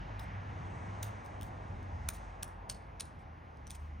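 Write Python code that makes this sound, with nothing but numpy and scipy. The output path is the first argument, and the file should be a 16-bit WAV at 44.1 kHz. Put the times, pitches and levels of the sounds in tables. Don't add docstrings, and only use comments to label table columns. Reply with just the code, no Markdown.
import sys
import numpy as np
from scipy import signal
from scipy.fft import rfft, irfft
from scipy.io import wavfile
from scipy.ndimage import uniform_filter1d

SR = 44100
rng = np.random.default_rng(int(sys.argv[2]) if len(sys.argv) > 2 else 0)


def materialize(psi):
    bounded = np.clip(np.atleast_2d(psi).T, -1, 1)
    quanta = np.round(bounded * 32767).astype(np.int16)
    wavfile.write(sys.argv[1], SR, quanta)


N = 176400


def amp(db):
    return 10 ** (np.asarray(db) / 20)


def unit_rms(x):
    return x / np.sqrt(np.mean(x ** 2) + 1e-20)


def log_interp(points, hz):
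    freqs, values = np.transpose(points)
    return np.interp(np.log(hz + 1), np.log(freqs + 1), values)


def gaussian(x, centre, width):
    return np.exp(-.5 * ((x - centre) / width) ** 2)


def add(mix, start_s, sound):
    part = mix[round(start_s * SR):][:len(sound)]
    part += sound[:len(part)]


def drift(rate_hz):
    low_pass = gaussian(np.fft.rfftfreq(N, 1 / SR), 0, rate_hz)
    return unit_rms(irfft(rfft(rng.standard_normal(N)) * low_pass, N))


def traffic_and_hiss(level_db=-47, patchy_db=1.0, steady_hz=9500, size=2048):
    # (time [s], rumble [dB], road roar [dB], tyre [dB], tyre hiss [dB], top hiss [dB])
    band_levels = [(0, -55, -57.5, -57, -71.5, -89.5), (.35, -54.5, -56, -56.5, -74, -90),
                   (.78, -53, -55, -58.5, -74, -75.5), (1.0, -55, -54.5, -57.5, -74, -78.5),
                   (1.5, -55, -57, -60.5, -77, -83.5), (1.9, -52.5, -58, -61.5, -76.5, -85.5),
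                   (2.22, -58.5, -58, -60.5, -74.5, -76), (2.55, -59.5, -58.5, -64, -82.5, -100),
                   (3.0, -59.5, -60.5, -65, -81.5, -99), (3.38, -60, -62.5, -66.5, -82, -100.5),
                   (3.55, -60.5, -62.5, -65.5, -81.5, -95.5), (3.85, -62.5, -64, -66.5, -79, -89),
                   (4, -60.5, -66.5, -65.5, -82.5, -96)]
    centres_hz = [250, 850, 1900, 5000, 8500]
    # (frequency [Hz], relative density [dB])
    noise_spectrum = [(22, -48.5), (32, -31.5), (45, -17), (70, -0.5), (125, -8), (220, -13.5), (380, -20),
                      (550, -18), (825, -14.5), (1250, -19), (2100, -27), (3000, -36.5), (4300, -45.5),
                      (6400, -47), (8400, -56.5), (10000, -58), (12000, -67.5), (14000, -64.5),
                      (16000, -78)]
    # (frequency [Hz], coherence [0..1])
    stereo_coherence = [(60, 0.96), (130, 0.99), (260, 0.82), (450, 0.89), (680, 0.21), (1150, 0.66),
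                        (1700, 0.46), (2200, 0.94), (6200, 1), (12000, 0.95)]
    hop = size // 4
    frames, hz = N // hop + 5, np.fft.rfftfreq(size, 1 / SR)
    left_re, left_im, apart_re, apart_im, patches = rng.standard_normal((frames, len(hz), 5)).T
    patches = uniform_filter1d(patches, size=20, axis=0)
    patches = unit_rms(uniform_filter1d(patches, size=8, axis=1))
    times, *bands = np.transpose(band_levels)
    frame_s = np.arange(frames) * hop / SR
    levels = np.array([np.interp(frame_s, times, band - band.mean()) for band in bands])
    log_centres = np.log(centres_hz + [steady_hz])
    fade_db = np.array([np.interp(np.log(hz + 1), log_centres, np.r_[now, 0]) for now in levels.T]).T
    coherence = log_interp(stereo_coherence, hz)[:, None]
    left = left_re + 1j * left_im
    right = coherence * left + np.sqrt(1 - coherence ** 2) * (apart_re + 1j * apart_im)
    gain = amp(log_interp(noise_spectrum, hz)[:, None] + fade_db + patchy_db * patches)
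    _, noise = signal.istft(np.array([left, right]) * gain, nperseg=size, noverlap=size - hop)
    return amp(level_db) * unit_rms(noise[:, :N])


def engine(flutter_db=1.5, overtone_db=-18):
    # (time [s], firing rate [Hz], level [dB])
    exhaust = [(0, 103, -61), (.12, 103, -48), (0.352, 98.1, -46), (.55, 98.7, -49), (.75, 97.8, -56),
               (0.878, 100.5, -45), (1.07, 101.5, -43.5), (1.22, 96.15, -57), (1.501, 96.9, -46),
               (1.7, 98.45, -58.5), (1.899, 93.2, -46), (2.2, 91.4, -64), (2.418, 89.6, -52),
               (2.7, 84.8, -59), (3.102, 84.15, -62.5), (3.302, 81.2, -51.5), (3.649, 72, -53),
               (3.83, 74.5, -45.5), (4, 74, -51)]
    t = np.arange(N) / SR
    times, firing_hz, db = np.transpose(exhaust)
    phase = 2 * np.pi * np.cumsum(np.interp(t, times, firing_hz) + drift(5.4)) / SR
    envelope = np.sqrt(2) * amp(np.interp(t, times, db) + flutter_db * drift(7.82))
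    return envelope * (np.sin(phase) + amp(overtone_db) * np.sin(2 * phase))


def drone(pitch_hz=49.3, waver_hz=2.46, flutter_db=1.5):
    # (time [s], level [dB])
    swell = [(0, -45), (.3, -53.5), (.8, -73), (1.2, -61), (2.2, -50), (2.7, -55.5), (3, -56), (3.3, -62),
             (4, -56)]
    t = np.arange(N) / SR
    envelope = np.sqrt(2) * amp(np.interp(t, *np.transpose(swell)) + flutter_db * drift(6.9))
    phase = 2 * np.pi * np.cumsum(pitch_hz + waver_hz * drift(4.5)) / SR
    return envelope * np.sin(phase)


def crunch(length_s, level_db, top_db, fibres_per_s=7300, size=4096):
    breaks = rng.standard_normal(size) * (rng.random(size) < fibres_per_s / SR)
    envelope = np.clip(1 - np.arange(size) / SR / length_s, 0, 1) ** 0.18
    return amp(level_db - 1) * np.sqrt(length_s * SR) * shell(breaks * envelope + 1e-9, top_db)


def snap(level_db, ring_hz, ring_db, body_db, top_db, size=256):
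    rise_s, decay_s = .0003, .00028
    split_s, split_db = .0008 * rng.uniform(.6, 1.4), -8.5
    t = np.arange(size) / SR
    envelope = (1 - np.exp(-t / rise_s)) ** 2 * np.exp(-t / decay_s)
    force = np.zeros(2 * size)
    for start_s, db in [(0, 0), (split_s, split_db)]:
        spectrum = rfft(rng.standard_normal(size) * envelope)
        flattened = irfft(spectrum / np.sqrt(abs(spectrum) + 1e-9))
        add(force, start_s, amp(db) * unit_rms(flattened * np.exp(-t / (10 * decay_s))))
    millisecond = SR / 1000
    return amp(level_db - 0.5) * np.sqrt(millisecond) * shell(force, top_db, ring_hz, ring_db, body_db)


def shell(force, top_db, ring_hz=4000, ring_db=0, body_db=0, size=2048):
    # (frequency [Hz], relative spectral density [dB])
    shell_spectrum = [(300, -22.5), (1200, -7.5), (2200, -3), (3200, -1), (5000, -2.5), (6600, 0.5),
                      (9200, 2.5), (10300, 2.5), (12000, -1), (15700, -10)]
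    body_hz, body_octaves, ring_width_hz = 1290, 0.3, 520
    top_from_hz, top_full_hz = 10500, 15200
    mode_gap_hz, mode_spread_db = 400, 3.2
    hz = np.fft.rfftfreq(size, 1 / SR)
    db = log_interp(shell_spectrum, hz)
    db += top_db * np.interp(hz, [top_from_hz, top_full_hz], [0, 1])
    db += ring_db * gaussian(hz, ring_hz, ring_width_hz)
    db += body_db * gaussian(np.log2(hz + 1), np.log2(body_hz), body_octaves)
    modes_hz = np.arange(0, SR / 2, mode_gap_hz)
    ripple = unit_rms(np.diff(rng.standard_normal(len(modes_hz) + 1)))
    db += mode_spread_db * np.interp(hz, modes_hz, ripple)
    log_gain = np.log(amp(np.r_[db, db[-2:0:-1]]))
    minimum_phase = np.exp(np.conj(signal.hilbert(log_gain)))
    ringing = signal.fftconvolve(force, np.fft.ifft(minimum_phase).real)
    return ringing / np.linalg.norm(ringing)


def street_echoes(sound, wall_delay_s, size=12288):
    # (delay [s], smear [s], relative level [dB])
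    ground_echoes = [(.002, 0.0034, -18), (0.0104, .006, -14)]
    # (smear [s], relative level [dB])
    wall_echoes = [(.003, -25), (.022, -25)]
    # (frequency [Hz], time to fall by 60 dB [s])
    decay_times = [(1000, 0.83), (4000, 0.46), (9000, 0.33), (15000, 0.11)]
    tail_db, tail_rise_s, clump_db, clumps_per_s = -18, .012, 3.5, 400
    t = np.arange(size) / SR
    hz, frame_s, spectra = signal.stft(rng.standard_normal(size), SR, nperseg=256)
    decay = amp(-60 * frame_s / log_interp(decay_times, hz)[:, None])
    tail = signal.istft(spectra * decay, SR, nperseg=256)[1][:size]
    clump_times = t[::SR // clumps_per_s]
    clumps = np.interp(t, clump_times, rng.standard_normal(len(clump_times)))
    tail *= np.minimum(t / tail_rise_s, 1) * amp(clump_db * clumps)
    response = amp(tail_db) * tail / np.linalg.norm(tail)
    for delay_s, smear_s, db in ground_echoes + [(wall_delay_s, *row) for row in wall_echoes]:
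        echo = rng.standard_normal(size) * np.exp(-t / smear_s)
        add(response, delay_s, amp(db) * echo / np.linalg.norm(echo))
    return signal.fftconvolve(sound, response)


def crows(spread=0.1):
    # (time [s], bird, length [s], relative level [dB], top treble [dB])
    crunches = [(0.194, "far", 0.0084, -56.5, -1), (0.211, "far", 0.036, -66.5, -1),
                (1.026, "far", 0.013, -49, 3), (1.041, "far", 0.047, -61, -4),
                (1.246, "far", 0.027, -67, 3), (1.432, "far", 0.057, -69, 2),
                (2.086, "near", 0.0085, -45.5, 2.5), (2.143, "near", 0.031, -59, 0),
                (2.4265, "near", 0.0062, -42.5, -6), (2.693, "near", 0.017, -49.5, -12),
                (2.709, "near", 0.02, -52.5, -6), (2.998, "near", .017, -44.5, -18.5),
                (3.186, "near", 0.041, -78, -11), (3.697, "near", 0.071, -64, -9),
                (3.747, "near", .013, -54.5, -9.5), (3.795, "near", .094, -81, 9)]
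    # (time [s], bird, relative level [dB], ring [Hz], ring gain [dB], hollow body [dB], top treble [dB])
    snaps = [(0.1941, "far", -45, 3700, 23, 17, 7), (0.197, "far", -46.5, 5200, 21, 6, 15),
             (1.029, "far", -33.5, 6000, 9, -2, 5.5), (1.0303, "far", -35.5, 7360, 11, 2, 13),
             (1.032, "far", -37.5, 3570, 12.5, 4, 14), (.501, "far", -60.5, 2904, 23, 0, -4),
             (1.2617, "far", -54, 4400, 14, 8, -3), (1.4118, "far", -43, 3204, 15, 3, 8),
             (1.422, "far", -48, 3430, 12, -2, 2), (1.4301, "far", -46, 10220, 9, -3, 12),
             (1.4308, "far", -46.5, 3400, 11, -3, 2), (1.8288, "far", -61.5, 9000, -4.5, 0, -4.5),
             (2.0876, "near", -29, 6624, 12.5, 12, 8), (2.0889, "near", -24, 9550, 14.5, 13.5, 6),
             (2.0922, "near", -44, 8500, 10.5, 1, -2.5), (2.4299, "near", -38.5, 3050, 16.5, 3, 8),
             (2.4312, "near", -28.5, 10120, 13, 2.5, 0), (2.6979, "near", -29, 4400, 7, -3.5, -15),
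             (2.7011, "near", -33.5, 5133, 14, -8, -14.5), (2.9995, "near", -39.5, 4953, 24, -2, -18.5),
             (3.0066, "near", -30, 9750, 7, -6, -8.5), (3.008, "near", -37.5, 4000, 16, -9, -10),
             (3.5719, "near", -64, 4997, 13.5, -4.5, -3.5), (3.669, "near", -45.5, 5800, 10, 13.5, -23),
             (3.676, "near", -49, 5560, 13, 2, -7), (3.7008, "near", -49, 5040, 9, -5, -8),
             (3.7061, "near", -36.5, 9000, 5.5, -16.5, -12), (3.7138, "near", -43, 6020, 12.5, -16, 3)]
    wall_delay_s = {"far": .0365, "near": .0465}
    echo_db = {"far": 3, "near": -.5}
    cracks = [(start_s, bird, snap(*row)) for start_s, bird, *row in snaps]
    cracks += [(start_s, bird, crunch(*row)) for start_s, bird, *row in crunches]
    mix = np.zeros((2, N))
    for start_s, bird, direct in cracks:
        shared = street_echoes(direct, wall_delay_s[bird])
        apart = street_echoes(direct, wall_delay_s[bird])
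        for channel, side in zip(mix, [spread, -spread]):
            add(channel, start_s, direct)
            add(channel, start_s, amp(echo_db[bird]) * (shared + side * apart))
    return mix


def thumps():
    # (time [s], frequency [Hz], width [s], level [dB])
    bursts = [(1.95, 77.2, 0.019, -41), (2.067, 76, .014, -37.5)]
    t = np.arange(N) / SR
    return sum(np.sqrt(2) * amp(db) * gaussian(t, at, width) * np.sin(2 * np.pi * hz * (t - at))
               for at, hz, width, db in bursts)


def shift_phase(stereo, phase_lead):
    hz = np.fft.rfftfreq(2 * N, 1 / SR)
    lag = np.exp(-1j * np.interp(hz, *np.transpose(phase_lead)))
    right = irfft(rfft(stereo[1], 2 * N) * lag)
    return np.array([stereo[0], right[:N]])


def scene():
    # (frequency [Hz], left lead [rad])
    background_phase = [(0, 0), (130, -.2), (300, -.7), (450, -1.4), (750, -2), (1100, -2.3), (1450, -3.2),
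                        (1700, -5.4), (2000, -6.1), (6300, -6.1), (7000, -5.3), (8200, -.5), (9000, -1.1),
                        (11000, -3.2), (14200, -6.4), (16000, -7.3)]
    # (frequency [Hz], left lead [rad])
    bird_phase = [(0, 0), (1900, 0), (3000, .55), (6300, .4), (7000, 1), (8200, 5.8), (9000, 5.2),
                  (11000, 3.2), (12500, 2), (14200, .4), (16000, -1.1)]
    birds = shift_phase(crows(), bird_phase)
    background = shift_phase(traffic_and_hiss() + engine() + drone() + thumps(), background_phase)
    return birds + background


def record(dry):
    # (frequency [Hz], width [Hz], gain [dB])
    notches = [(7070, 140, -2), (11200, 620, -2.5)]
    cutoff_hz = 16200
    hz = np.fft.rfftfreq(2 * N, 1 / SR)
    response = amp(sum(db * gaussian(hz, centre, width) for centre, width, db in notches))
    coloured = irfft(rfft(dry, 2 * N) * response)[:, :N]
    low_pass = signal.firwin(255, cutoff_hz, window=("kaiser", 8), fs=SR)
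    return signal.oaconvolve(coloured, low_pass[None], "same")


dry = scene()
out = record(dry)
materialize(out)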